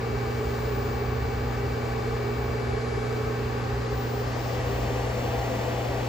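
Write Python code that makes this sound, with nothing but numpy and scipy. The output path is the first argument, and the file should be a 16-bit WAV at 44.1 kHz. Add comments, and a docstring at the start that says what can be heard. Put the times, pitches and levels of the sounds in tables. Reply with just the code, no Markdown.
"""On a wire shelf a small microwave oven runs: its transformer hums, its fan whirs through the steel
case and makes the cooking cavity drone, with a low rumble and a motor whine. After four seconds the
microphone sinks to the shelf below, where the power inverter that feeds the oven stands. There the air
rushes more broadly and a fan note comes forward. A thin electronic whistle hangs over it all."""
import sys
import numpy as np
from scipy.fft import rfft, irfft, next_fast_len
from scipy.io import wavfile
from scipy.ndimage import uniform_filter1d, map_coordinates

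SR = 44100
rng = np.random.default_rng(int(sys.argv[2]) if len(sys.argv) > 2 else 0)


def wrap_up_sound(samples):
    """Save the sound to the file named by the first command line argument, as 16-bit audio."""
    columns = np.atleast_2d(samples).T
    # keep every value between -1 and 1, then stretch to whole-number steps
    tamed = np.clip(columns, -1, 1)
    steps = np.round(tamed * 32767).astype(np.int16)
    wavfile.write(sys.argv[1], SR, steps)


N = 268172

# where the microphone is: time_s, place (0 at the oven door, 1 on the lower shelf)
MIC_PATH = [(0, 0.068), (1.6, 0.068), (3.1, 0.012), (3.7, 0.18), (4.2, 0.29), (4.6, 0.7), (5.3, 1),
            (6.08, 0.88)]
# transformer hum: mains_multiple, door_db, shelf_db, left_minus_right_db
HUM_NOTES = [(1, -47.5, -43, -.5), (2, -32.5, -32, -1.3), (3, -56.5, -64, 9), (4, -41, -47.5, -3),
             (5, -56, -50, -5)]
# tone colour of the air at the door, on the lower shelf and at the oven's edge: pitch_hz, relative_db
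DOOR_AIR = [(60, -22), (130, 1), (180, -4), (320, 0), (480, -1.5), (620, -2.5), (1000, -5.5), (1900, -9.5),
            (2600, -15), (3200, -20.5), (4900, -22), (5800, -27.5), (6600, -30), (7600, -33.5)]
SHELF_AIR = [(60, -9), (150, -6), (220, 1), (380, -1.5), (620, -1.5), (950, -5), (1380, -9), (1900, -12),
             (2700, -14), (3300, -16), (4600, -20.5), (6200, -23), (7600, -24.5)]
EDGE_HISS = [(700, -11), (1500, 0), (2500, -15), (5000, -4), (7600, -15)]
# how all air noise fades in the high treble: pitch_hz, gain_db
AIR_TREBLE = [(7700, 0), (8500, -9.5), (10000, -8.7), (12200, -8.7), (13000, -25), (16000, -45)]
# pitches at which the air rings in the case and under it: pitch_hz, width_hz, lift_db
CASE_RESONANCES = [(344, 25, 4.5), (367, 17, -2), (554, 49, 5.5), (703, 30, 3), (787, 44, 9.5),
                   (836, 31, 8), (990, 30, -3), (960, 24, 2), (1101, 25, 6.5), (1176, 88, 6), (1277, 48, 4),
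                   (1550, 127, 5), (1727, 47, 6.5), (2140, 170, -2), (2530, 63, 0), (2695, 90, 3.5),
                   (4100, 270, 4), (4620, 94, 6), (4800, 220, 4)]
UNDER_RESONANCES = [(404, 37, 8.5), (622, 34, -6), (1163, 59, 4.5), (1560, 110, 3), (1906, 250, 5.5),
                    (2540, 220, 2.5), (2900, 180, 2.5), (3770, 250, -2), (4440, 200, 4), (5490, 140, 3.5)]
# air noise in the two ears: pitch_hz, likeness (0 to 1), left_minus_right_db, left_lead_radians
DOOR_STEREO = [(131, 0.4, -10, -0.013), (288, 0.9, -2, -0.071), (408, 0.83, -1.5, -0.44),
               (627, 0, 0.5, -0.19), (840, 0.85, 0.5, -1.45), (1070, 0.27, 4, 0.075),
               (1380, 0.18, 2, -1.33), (1870, 0.68, 1, -0.72), (3080, 0.56, 4.5, -0.49),
               (4730, 0.56, 4.5, -0.31), (7300, 0.8, -0.5, -0.14), (8700, 0, -0.5, -3)]
SHELF_STEREO = [(129, 0.84, 6, 0.8), (290, 0.95, -3.5, 0.2), (430, 0.77, 2.5, 0.47),
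                (610, 0.38, 12.5, 0.76), (850, 0.99, 2.5, 0.24), (1070, 0.5, 2, -0.2),
                (1510, 0.24, 2.5, -2), (1950, 0.67, 1.5, -1.2), (3100, 0.76, 3, -1.2),
                (5370, 0.55, 3.5, 1.3), (6700, 1, 1, 1.4), (8350, 0.13, 0, -0.8)]
# notes of the fans and motors: pitch_hz, door_db, shelf_db, left_minus_right_db
MOTOR_NOTES = [(135.9, -52, -62, 1), (212, -58, -54, 6), (270.5, -55, -51.5, -5), (355.3, -60, -51, 1),
               (402, -51, -47.5, 5), (496.6, -54, -48.5, 8), (644.7, -59, -57, 1), (664.8, -58.5, -42.5, 1),
               (798.1, -62, -53, 1), (1093, -61, -66, 4), (1290.6, -62, -69, 6), (1843, -66, -70, 2),
               (2212.5, -62, -67, 5), (2467, -68, -68, 4), (2656.7, -68, -68, 3)]
# resonances of the oven's cavity: pitch_hz, width_hz, gain_db, drop_at_shelf_db
CAVITY_RESONANCES = [(403.5, 22, -4.5, 2.5), (430, 22.7, -3.5, 18.5), (458.8, 27, -4.5, 23)]
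# rise and fall of the cavity's drone: time_s, gain_db
DRONE_GAIN = [(0, -35.5), (.45, -32), (.85, -33), (1.05, -36), (2.1, -33.5), (2.45, -35), (3.2, -32.5),
              (3.7, -35.5), (4.2, -33), (4.4, -52), (6.08, -52)]
# tone colour of the rumble: pitch_hz, relative_db
RUMBLE_COLOUR = [(15, -48), (26, -31), (35, -15), (46, -5), (60, 9), (74, 2), (88, 2), (105, -7),
                 (150, -19), (300, -89)]
# loudness of the rumble: time_s, level_db
RUMBLE_LEVEL = [(0, -37), (.45, -34), (1, -36.5), (1.35, -32.5), (2, -36), (3.5, -36.5), (4.1, -36.5),
                (5.2, -35), (5.75, -40), (6.08, -36)]
# loudness of the whistle before its dips: time_s, level_db
WHISTLE_LEVEL = [(0, -63), (0.75, -52.5), (1.2, -58), (2.15, -62), (2.45, -57), (2.7, -70), (2.95, -72),
                 (3.15, -61), (3.5, -61), (3.85, -62), (3.98, -50.5), (4.75, -54), (4.95, -59),
                 (5.25, -55.5), (6.08, -59)]
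# quiet spots in the whistle's standing waves, as the microphone crosses them: time_s, depth_db
QUIET_SPOTS = [(3.62, 7), (3.88, 16), (4.08, 5), (4.26, 12), (4.34, 17), (4.62, 16), (5.08, 8)]
# tone colour of the inverter's fan: pitch_hz, relative_db
INVERTER_AIR = [(300, -30), (450, -1.5), (540, 2), (620, -5.5), (820, -2), (950, -9), (1300, -33)]
# resonances of the inverter's housing: pitch_hz, width_hz, lift_db
HOUSING_RESONANCES = [(484, 75, 9.2), (680, 52, 5), (745, 28, 4.9), (802, 33, 9.3)]
# loudness of the inverter's fan: time_s, level_db
INVERTER_LEVEL = [(0, -51), (3.6, -51), (4.3, -39.5), (4.8, -34.5), (5.3, -33.5), (6.08, -35.5)]


def amp(db):
    """Turn decibels into a number to multiply by."""
    return 10 ** (np.asarray(db) / 20)


def unit(x):
    """Scale a sound to an average strength (rms) of 1."""
    return x / np.sqrt(np.mean(x ** 2) + 1e-20)


def along(points, hz):
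    """Read between (pitch_hz, value) rows, on a logarithmic pitch scale."""
    pitches, values = np.transpose(points)
    return np.interp(np.log(hz + 1), np.log(pitches + 1), values)


def curve(rows):
    """Join (time_s, value) rows with straight lines, one value per sample."""
    return np.interp(np.arange(N) / SR, *np.transpose(rows))


def bump(x, middle, reach):
    """A smooth hill: 1 at the middle, about a third at one reach to either side."""
    return np.exp(-((x - middle) / reach) ** 2)


def wobble(rate_hz):
    """A smooth curve through rate_hz random values a second."""
    values = rng.standard_normal(int(N * rate_hz / SR) + 4)
    return map_coordinates(values, [np.arange(N) * rate_hz / SR])


def filtered(x, response):
    """Turn each frequency up or down by the gain response(hz)."""
    size = next_fast_len(N + SR // 2)
    return irfft(rfft(x, size) * response(np.fft.rfftfreq(size, 1 / SR)), size)[..., :N]


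def pan(tilt_db):
    """Left and right gains that make the left louder by tilt_db."""
    return amp(np.array([[.5], [-.5]]) * tilt_db)


def tone(hz, drift_radians):
    """A pure note of strength 1 whose phase wanders a little."""
    phase = 2 * np.pi * (hz * np.arange(N) / SR + rng.random())
    return np.sqrt(2) * np.sin(phase + drift_radians * wobble(4.02))


def rush(colour, resonances, stereo):
    """Stereo air noise of strength 1, shaped by the resonances of the space it blows through."""
    size = next_fast_len(N + SR // 2)
    hz = np.fft.rfftfreq(size, 1 / SR)
    lift_db = sum(db * 2 ** -np.minimum((2 * (hz - centre) / width) ** 2, 100)
                  for centre, width, db in resonances)
    gain = amp(along(colour, hz) + along(AIR_TREBLE, hz) + lift_db)
    pitches, *columns = np.transpose(stereo)
    likeness, tilt_db, lead = (along(np.column_stack([pitches, column]), hz) for column in columns)
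    # both ears share the mid noise; the side noise makes them differ
    angle = np.arccos(np.clip(likeness, -1, 1)) / 2
    noise = rfft(rng.standard_normal((2, N)), size)
    mid, side = noise * gain * np.array([np.cos(angle), np.sin(angle)])
    # the sound reaches left and right at different strengths and phases
    ears = pan(tilt_db) * np.exp(1j * np.array([[.5], [-.5]]) * lead)
    return unit(irfft(np.array([mid + side, mid - side]) * ears, size)[:, :N])


def transformer_hum(place, mains_hz=59.92):
    """The core flexes twice per mains cycle; the mix of overtones depends on where one listens."""
    hum = 0
    for multiple, door_db, shelf_db, tilt_db in HUM_NOTES:
        level_db = door_db + (shelf_db - door_db) * place + .25 * wobble(5.5)
        hum += amp(level_db) * tone(multiple * mains_hz, drift_radians=.024) * pan(tilt_db)
    return hum


def oven_fan(place):
    """The whir at the door gives way to a broader rush below, with a bright hiss at the edge between."""
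    door = amp(-34) * rush(DOOR_AIR, CASE_RESONANCES, DOOR_STEREO)
    shelf = amp(-32.5) * rush(SHELF_AIR, UNDER_RESONANCES, SHELF_STEREO)
    edge = amp(-47.5) * bump(place, middle=.51, reach=.34) * rush(EDGE_HISS, [], DOOR_STEREO)
    unsteady_flow = amp(.12 * wobble(4.46))
    return unsteady_flow * ((1 - place) ** .61 * door + place ** .62 * shelf + edge)


def motor_notes(place):
    """Fans and motors sing slightly unsteady notes, each with its own strength at the door and below."""
    notes = 0
    for hz, door_db, shelf_db, tilt_db in MOTOR_NOTES:
        level_db = door_db + (shelf_db - door_db) * place + 2 * wobble(5)
        notes += amp(level_db) * tone(hz, drift_radians=.4) * pan(tilt_db)
    return notes


def cavity_drone(place, smoothing_s=.06, evenness=.3):
    """The fan's air sounds three close resonances, which throb; the lowest fades least on the way down."""
    peak_shape = [(-2, -45), (-.5, -3), (0, 0), (.5, -3), (2, -45)]  # widths_from_centre, relative_db
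    at_door = drone = 0
    for hz, width_hz, gain_db, drop_db in CAVITY_RESONANCES:
        colour = [(hz + offset * width_hz, db) for offset, db in peak_shape]
        band = amp(gain_db) * rush(colour, [], DOOR_STEREO)
        at_door += band
        drone += band * amp(-drop_db * place)
    # partly even out the throbbing: turn loud moments down and quiet ones up
    power = np.mean(unit(at_door) ** 2, axis=0)
    smooth_power = np.abs(uniform_filter1d(power, round(smoothing_s * SR))) + 1e-6
    return amp(curve(DRONE_GAIN)) * drone / np.sqrt(smooth_power) ** evenness


def rumble(side_db=-20):
    """A low fluttering rumble, nearly alike in both ears."""
    noise = rng.standard_normal((2, N))
    mid, side = unit(filtered(noise, lambda hz: amp(along(RUMBLE_COLOUR, hz))))
    return amp(curve(RUMBLE_LEVEL)) * (mid + amp(side_db) * np.array([side, -side]))


def motor_whine(place, pitch_hz=2277.3, door_db=-50, shelf_db=-60):
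    """A motor whines, loudest at the door; the oven's bottom edge blocks it briefly on the way down."""
    blocked_db = 22 * bump(place, middle=.36, reach=.19)
    level_db = door_db + (shelf_db - door_db) * place - blocked_db + .36 * wobble(4.5)
    return amp(level_db) * tone(pitch_hz, drift_radians=.29) * pan(tilt_db=7.3)


def electronic_whistle(pitch_hz=15046, dip_s=.03):
    """Switching electronics whistle in standing waves; the level dips at each quiet spot crossed."""
    t = np.arange(N) / SR
    dips_db = sum(depth_db * np.exp(-np.abs(t - time_s) / dip_s) for time_s, depth_db in QUIET_SPOTS)
    flutter_db = .8 * wobble(70)
    return amp(curve(WHISTLE_LEVEL) - dips_db + flutter_db) * tone(pitch_hz, drift_radians=.6)


def inverter_fan():
    """The inverter's fan blows through its housing and swells as the microphone comes close."""
    return amp(curve(INVERTER_LEVEL)) * rush(INVERTER_AIR, HOUSING_RESONANCES, SHELF_STEREO)


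def hollowed(sound, place, pitch_hz=655, reach_hz=55, depth=.65):
    """A band of middle pitches thins out as the microphone passes the foot of the door."""
    band = filtered(sound, lambda hz: bump(hz, pitch_hz, reach_hz))
    return sound - depth * bump(place, middle=.2, reach=.1) * band


def scene():
    """All the sounds together, as heard along the microphone's path."""
    place = curve(MIC_PATH)
    fans = hollowed(oven_fan(place) + inverter_fan() + motor_notes(place), place)
    low_sounds = cavity_drone(place) + rumble() + transformer_hum(place)
    return fans + low_sounds + motor_whine(place) + electronic_whistle()


def record(dry):
    """Cut away the very highest treble."""
    top_hz = 15569
    return filtered(dry, lambda hz: hz < top_hz)


dry = scene()
out = record(dry)
wrap_up_sound(out)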